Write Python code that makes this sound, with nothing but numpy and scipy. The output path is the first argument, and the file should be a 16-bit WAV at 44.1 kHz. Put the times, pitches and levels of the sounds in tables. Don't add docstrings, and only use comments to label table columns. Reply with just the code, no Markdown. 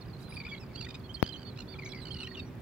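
import sys
import numpy as np
from scipy import signal
from scipy.fft import rfft, irfft, next_fast_len
from scipy.io import wavfile
from scipy.ndimage import uniform_filter1d, map_coordinates

SR = 44100
rng = np.random.default_rng(int(sys.argv[2]) if len(sys.argv) > 2 else 0)


def ratio_of_db(decibels):
    return 10 ** (np.asarray(decibels, float) / 20)


def materialize(psi):
    bounded = np.clip(np.atleast_2d(psi).T, -1, 1)
    quanta = np.round(bounded * 32767).astype(np.int16)
    wavfile.write(sys.argv[1], SR, quanta)


N = 115101


def unit(x):
    return x / np.sqrt(np.mean(x ** 2) + 1e-20)


def along(points, hz):
    f, v = np.transpose(points)
    return np.interp(np.log(hz + 1), np.log(f + 1), v)


def wobble(knots_per_s, size=N):
    knots = rng.standard_normal(int(size * knots_per_s / SR) + 4)
    return map_coordinates(knots, [np.arange(size) * knots_per_s / SR])


def filtered(x, response):
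    m = next_fast_len(N + 8192)
    return irfft(rfft(x, m) * response(np.fft.rfftfreq(m, 1 / SR)), m)[..., :N]


def arch(rise, drop, top=0.3):
    def bend(u, length):
        before = rise * ((top - u) / top) ** 2
        after = drop * ((u - top) / (1 - top)) ** 2
        return 1 - np.where(u < top, before, after)
    return bend


def settling(depth, time_s):
    return lambda u, length: 1 - depth * (1 - np.exp(-u * length / time_s))


def sing(rows, bend, overtones, edge_s, flutter_db, rasp):
    spread_db = 2
    out = np.zeros((2, N + SR))
    for s, length, hz, db in rows:
        side = ratio_of_db(rng.normal(0, spread_db) / 2 * np.array([[1], [-1]]))
        u = np.linspace(0, 1, round(length * SR))

        def unsteady(knots_per_s):
            return wobble(knots_per_s, size=SR // 8)[:len(u)]

        pitch = hz * bend(u, length) * (1 + 0.0068 * unsteady(149))
        phase = 2 * np.pi * np.cumsum(pitch) / SR
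        from_edge_s = np.minimum(u, 1 - u) * length
        envelope = np.sin(np.pi / 2 * np.clip(from_edge_s / edge_s, 0, 1)) ** 2
        voice = sum(ratio_of_db(g + rng.normal(0, 1.7) * (g < 0)) * np.sin(k * phase) for k, g in overtones)
        voice = voice * (1 + rasp * unsteady(1700))
        level = ratio_of_db(db + 2 + flutter_db * unsteady(133))
        out[:, round(s * SR):][:, :len(u)] += side * level * envelope * voice
    return out[:, :N]


def bouts(rows, sounding, sag, fade_db):
    return [(s + k * gap, sounding * gap, hz * (1 - sag * k), db - fade_db * k * k)
            for s, count, gap, hz, db in rows for k in range(round(count))]


PURE = [(1, -1.5), (2, -35)]
CLEAR = [(1, -1.0), (2, -21.0)]

# start in seconds, length in seconds, top pitch in Hz, level in dB rms.
ARCHED_WHISTLES = [
    (.2151, 0.111, 4125, -58),
    (0.3566, 0.059, 4720, -43),
    (1.0331, 0.043, 4360, -54.5),
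    (1.4451, 0.065, 4510, -48),
    (1.0361, 0.041, 3345, -59),
    (1.4551, 0.053, 3540, -56.5),
    (1.6781, 0.069, 4610, -47),
    (1.6671, 0.11, 3575, -58.5),
    (2.4451, 0.053, 5830, -65.5),
    (1.2, 0.039, 5300, -61.5),
]
# start in seconds, length in seconds, top pitch in Hz, level in dB rms.
FLAT_WHISTLES = [
    (.745, .112, 4630, -44.5),
    (.773, 0.027, 3290, -44.5),
    (1.157, 0.031, 3170, -46.5),
    (1.283, 0.039, 3160, -43),
    (1.362, 0.034, 4480, -56),
    (1.47, 0.019, 3120, -51),
    (1.893, 0.046, 3410, -54),
    (1.945, 0.069, 4730, -51.5),
    (2.279, 0.0666, 4450, -51),
    (2.361, 0.085, 4560, -57.5),
]


def whistlers():
    arched = sing(ARCHED_WHISTLES, arch(0.0545, 0.109, top=0.51), PURE, 0.0097, 0.8, rasp=0.13)
    flat = sing(FLAT_WHISTLES, arch(0.047, 0.051, top=0.44), PURE, 0.009, 2.1, rasp=0.066)
    return arched + flat


# start in seconds, length in seconds, start pitch in Hz, level in dB rms.
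FALLING_PEEPS = [(0.01, 0.022, 4500, -50.5), (0.129, 0.026, 4380, -56.5), (0.484, 0.038, 3630, -48.5),
                 (1.235, 0.027, 3220, -42), (1.269, 0.015, 4360, -45), (1.321, 0.022, 4270, -42),
                 (1.903, 0.021, 5540, -55), (2.012, 0.034, 4280, -44), (2.108, 0.034, 4565, -42),
                 (2.26, 0.022, 4300, -51.5), (2.392, 0.016, 3860, -42.5)]
# start in seconds, length in seconds, start pitch in Hz, level in dB rms.
RISING_PEEPS = [
    (0.322, 0.0089, 2330, -41),
    (0.467, 0.025, 1360, -55),
    (1.091, 0.03, 3000, -46.5),
    (1.194, 0.019, 3050, -48),
    (1.338, 0.016, 3080, -42),
    (1.353, 0.021, 2945, -45.5),
    (1.749, 0.019, 1295, -57),
    (2.069, 0.018, 4150, -53),
    (2.105, 0.019, 3100, -41),
    (2.242, 0.018, 2980, -42.5),
]
# start in seconds, length in seconds, start pitch in Hz, level in dB rms.
DIVING_PEEP = [
    (1.138, 0.028, 5680, -39),
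]
# start in seconds, pitch in Hz, level in dB rms.
SINGLE_PIPS = [(.547, 3280, -50), (.562, 3310, -53), (.577, 3970, -51), (0.864, 1957, -45),
               (1.132, 7930, -59), (1.236, 4560, -46), (1.512, 4000, -54), (1.522, 3950, -57),
               (1.846, 5150, -56), (1.859, 4000, -43.5), (1.8885, 4030, -43), (1.901, 4160, -60),
               (1.918, 4060, -43), (1.947, 5420, -58), (1.96, 5440, -61), (2.1627, 4640, -48),
               (2.368, 3650, -52), (1.751, 3200, -57), (2.139, 5030, -54), (2.186, 3800, -48),
               (2.21, 5100, -59), (2.238, 5100, -59), (2.268, 2810, -42), (2.272, 1880, -47),
               (2.312, 1910, -44), (2.343, 3470, -49), (2.35, 3066, -42)]


def peepers():
    rise = lambda u, length: 1 + 3.25 * u * length
    pip_s = 0.011
    pips = [(s, pip_s, hz, db) for s, hz, db in SINGLE_PIPS]
    return (sing(FALLING_PEEPS, settling(0.1235, 0.0265), CLEAR, 0.0062, 1.0, rasp=0.22)
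            + sing(RISING_PEEPS, rise, CLEAR, 0.0039, 1.4, rasp=0.054)
            + sing(DIVING_PEEP, settling(0.27, 0.0065), CLEAR, 0.011, 2.6, rasp=0.24)
            + sing(pips, arch(0.0067, 0.03), CLEAR, 0.0035, 1.0, rasp=0.4))


# start in seconds, length in seconds, top pitch in Hz, level in dB rms.
SAGGING_YELP = [
    (2.369, .037, 2798, -40),
]
WIDE_SWOOP = [
    (1.84, 0.075, 6350, -57),
]
PIPING_CALL = [
    (.284, 0.094, 4900, -58.5),
]
REEDY_MEW = [
    (.593, .057, 2673, -60.5),
]


def lone_callers():
    return (sing(SAGGING_YELP, arch(0.028, 0.12, top=0.33), CLEAR, 0.0042, 1.1, rasp=0.11)
            + sing(WIDE_SWOOP, arch(0.11, 0.37, top=0.27), CLEAR, 0.016, 2.6, rasp=0.25)
            + sing(PIPING_CALL, arch(0.055, 0.071), [(1, -3.4), (2, 0.78)], 0.013, 1.0, rasp=0)
            + sing(REEDY_MEW, arch(0, 0.16, top=0.025), [(1, 2.5), (2, 2.5), (3, -13)], 0.011, 1.4, rasp=0.057))


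# start in seconds, notes, spacing in seconds, first pitch in Hz, level in dB rms.
CHATTER_BOUTS = [(0.312, 1, 0.0061, 2210, -56), (0.366, 1, 0.018, 2440, -41), (0.399, 2, 0.013, 2410, -41),
                 (0.433, 1, 0.015, 2210, -50), (.449, 1, 0.013, 2340, -40), (.462, 1, 0.015, 2470, -42.5),
                 (0.475, 2, 0.014, 2460, -51), (0.513, 1, 0.05, 2282, -43.5), (.559, 2, 0.014, 2240, -51.5),
                 (.692, 3, 0.018, 2310, -60), (1.738, 1, 0.013, 2320, -48.5), (1.786, 1, 0.02, 2400, -44),
                 (1.819, 2, 0.013, 2180, -44), (1.854, 2, 0.017, 2307, -43.5), (1.887, 1, 0.013, 2200, -53),
                 (1.931, 2, 0.013, 2300, -44), (1.957, 4, 0.013, 2163, -48)]


def chatterers():
    notes = bouts(CHATTER_BOUTS, 0.79, 0.023, 0.92)
    halved = [(0.5, -24.0), (1, 1), (1.5, -22), (2, -13), (3, -27.5)]
    return sing(notes, arch(0.038, 0.081), halved, 0.0038, 2.3, rasp=0.14)


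# start in seconds, syllables, spacing in seconds, first pitch in Hz, level in dB rms.
RATTLE_BOUTS = [(0.3254, 1, 0.038, 1330, -60.5), (0.7546, 1, 0.016, 1416, -50.5),
                (0.8067, 1, 0.016, 1383, -49), (0.8211, 1, 0.014, 1236, -50.5),
                (.8441, 1, 0.018, 1182, -49.5), (0.8846, 2, .017, 1255, -51.5),
                (.9401, 1, 0.026, 1258, -51), (.9681, 1, 0.01, 1150, -61), (1.2586, 3, 0.014, 1635, -48),
                (1.3915, 4, 0.012, 1590, -52), (1.57, 1, .014, 1295, -53), (1.5847, 2, 0.015, 1417, -49.5),
                (1.617, 1, .014, 1247, -56), (2.0503, 3, 0.015, 1515, -51.5)]
# frequency in Hz, gain in dB.
GULL_THROAT = [
    (1200, -11),
    (2400, 1),
    (4200, 3),
    (5150, 2),
    (5900, -14),
    (7000, -9),
    (9000, -28),
]


def rattlers():
    syllables = bouts(RATTLE_BOUTS, 0.79, 0.011, 0.2)
    reedy = list(enumerate([-0.5, 1, 1, -2.5, -0.5, -2, -2], 1))
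    buzz = sing(syllables, arch(0.074, 0.015, top=0.77), reedy, 0.0056, 2.45, rasp=0.35)
    return filtered(buzz, lambda hz: ratio_of_db(along(GULL_THROAT, hz)))


# start in seconds, syllables, spacing in seconds, first pitch in Hz, level in dB rms.
SCOLD_BOUTS = [
    (2.14, 1, 0.012, 1518, -45.5),
    (2.152, 1, 0.028, 1465, -50),
    (2.185, 2, .014, 1454, -44.5),
    (2.212, 1, 0.018, 1458, -44.5),
    (2.228, 1, 0.014, 1343, -42),
]


def scolder():
    syllables = bouts(SCOLD_BOUTS, 0.94, 0.0053, 0.3)
    harsh = list(enumerate([-15.5, 1.0, -3, -20, -28, -18], 1))
    return sing(syllables, arch(0.0093, 0.066, top=0.21), harsh, 0.0037, 1.7, rasp=0.25)


def babble(count=500):
    babble_db = -62.5
    d = rng.random((count, 4))
    near = np.array([row[0] for row in CHATTER_BOUTS + RATTLE_BOUTS + SCOLD_BOUTS + FALLING_PEEPS + RISING_PEEPS])
    leader = (d[:, 0] * len(near)).astype(int)
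    start = np.abs(near[leader] + 0.05 * rng.standard_normal(count))
    length = 0.004 + 0.007 * d[:, 1] ** 2
    hz = 1300 + 3800 * d[:, 2] ** 0.6
    db = babble_db + 9 * (d[:, 3] - 0.5)
    return sing(np.c_[start, length, hz, db], arch(0.099, 0.015), [(0.99, 1.9)], 0.0028, 0.96, rasp=0.23)


# frequency in Hz, left over right in dB.
LEFT_PORT_COLOUR = [
    (2000, -3.5),
    (2600, 5.5),
    (3100, -10),
    (4400, -17),
    (5100, -8),
    (6300, -1.5),
    (8500, -5),
]


def shore(birds):
    t = np.arange(SR // 8) / SR
    tail = rng.standard_normal((2, len(t))) * ratio_of_db(-60 * t / 0.095)
    tail = tail / np.linalg.norm(tail[0])
    wet = birds + ratio_of_db(-10.5) * signal.fftconvolve(birds, tail, axes=1)[:, :N]

    def ports(hz):
        left = ratio_of_db(along(LEFT_PORT_COLOUR, hz))
        two_samples_late = np.exp(-4j * np.pi * hz / SR)
        return np.array([left * two_samples_late, np.ones_like(hz)]) * np.sqrt(2 / (1 + left ** 2))
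    return filtered(wet, ports)


def knock():
    knock_s, knock_db, low_cut_hz, press_s = 1.2276, -0.5, 106, 0.00012
    step = ratio_of_db(knock_db) * np.clip((np.arange(N) / SR - knock_s) / press_s, 0, 1)

    def low_cut(hz):
        s = 1j * hz / low_cut_hz
        drain = s / (s + 0.96) * s * s / (s * s + 1.58 * s + 1)
        return drain / (2j * np.pi * (hz + 1e-3) / SR)
    thump = filtered(np.gradient(step), low_cut)
    ring = filtered(np.gradient(np.sign(step)), lambda hz: 1j * np.clip(hz / 4000 - 2, 0, 1))
    return np.array([thump + ratio_of_db(-5) * ring, np.zeros(N)])


# start in seconds, peak level in dB.
PORT_TICKS = [
    (.3515, -46),
    (0.9953, -49),
    (2.5535, -51),
    (2.605, -51),
]


def touches():
    out = np.zeros((2, N))
    t = np.arange(SR // 400) / SR
    for s, db in PORT_TICKS:
        out[1, round(s * SR):][:len(t)] += ratio_of_db(db - 60 * t / 0.0055) * rng.standard_normal(len(t))
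    stroke = np.exp(-((np.arange(N) / SR - 0.222) / 0.035) ** 2)
    brush = stroke * rng.standard_normal(N)
    out[1] += ratio_of_db(-57.5) * filtered(brush, lambda hz: (hz > 2500) * (hz < 13000))
    return out


def rush(spectrum, alike, patchy_db):
    z = signal.stft(rng.standard_normal((2, N)), nperseg=512)[2]
    field = uniform_filter1d(uniform_filter1d(rng.standard_normal(z.shape[1:]), 6, 0), 10, 1)
    pair = signal.istft(z * ratio_of_db(patchy_db * unit(field)), nperseg=512)[1][:, :N]

    def mid_and_side(hz):
        turn = np.arccos(np.clip(along(alike, hz), -1, 1)) / 2
        band = np.clip(hz / 60, 0, 1) ** 2 * (hz < 15800)
        return band * ratio_of_db(along(spectrum, hz)) * [np.cos(turn), np.sin(turn)]
    mid, side = filtered(pair, mid_and_side)
    return unit(np.array([mid + side, mid - side]))


BASS_LEAN = ratio_of_db([[-1.2], [1.2]])

# frequency in Hz, density in dB per Hz.
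WIND_SPECTRUM = [
    (15, -55),
    (25, -3.5),
    (130, 5.5),
    (344, -9),
    (377, -8.5),
    (743, -20),
    (2000, -30),
    (2600, -29),
    (4400, -120),
]
# frequency in Hz, left-right likeness from 0 to 1.
WIND_LIKENESS = [
    (100, 1),
    (300, 0.75),
    (1400, 0.59),
]


def wind():
    gusts = ratio_of_db(-45 + 0.89 * wobble(3.06))
    return BASS_LEAN * gusts * rush(WIND_SPECTRUM + [(3000, -120)], WIND_LIKENESS, patchy_db=1.0)


# multiple of the firing rate, level in dB rms.
ENGINE_HUM = [
    (2, -66),
    (4, -59),
    (5, -65),
    (6, -59.5),
]


def engine():
    firing_hz = 63.15
    turn = 2 * np.pi * np.cumsum(firing_hz * (1 + 0.002 * wobble(2.5))) / SR
    nearing_db = np.linspace(-1.5, 7, N)
    hum = sum(ratio_of_db(db + nearing_db + 1.84 * wobble(5.92)) * np.sin(k * turn) for k, db in ENGINE_HUM)
    return BASS_LEAN * hum


# frequency in Hz, gain in dB.
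AIR_SPECTRUM = [
    (1000, 1),
    (2000, -5.5),
    (4700, -15.5),
    (5600, -19.5),
    (9000, -26),
    (12000, -23.5),
    (15800, -19.5),
]


def air():
    hiss = ratio_of_db(-56.5) * rush(AIR_SPECTRUM, [(1400, 0.49), (6000, 0.03)], patchy_db=1.0)
    return filtered(hiss, lambda hz: ratio_of_db(0.19 * along(LEFT_PORT_COLOUR, hz) * np.array([[1], [-1]])))


def scene():
    near = whistlers() + peepers() + lone_callers() + chatterers() + rattlers() + scolder()
    return shore(near + babble()) + knock() + touches() + wind() + engine() + air()


def band_limit(x):
    return signal.sosfilt(signal.butter(12, 17030, fs=SR, output="sos"), x)


def record(dry):
    return band_limit(dry)


dry = scene()
out = record(dry)
materialize(out)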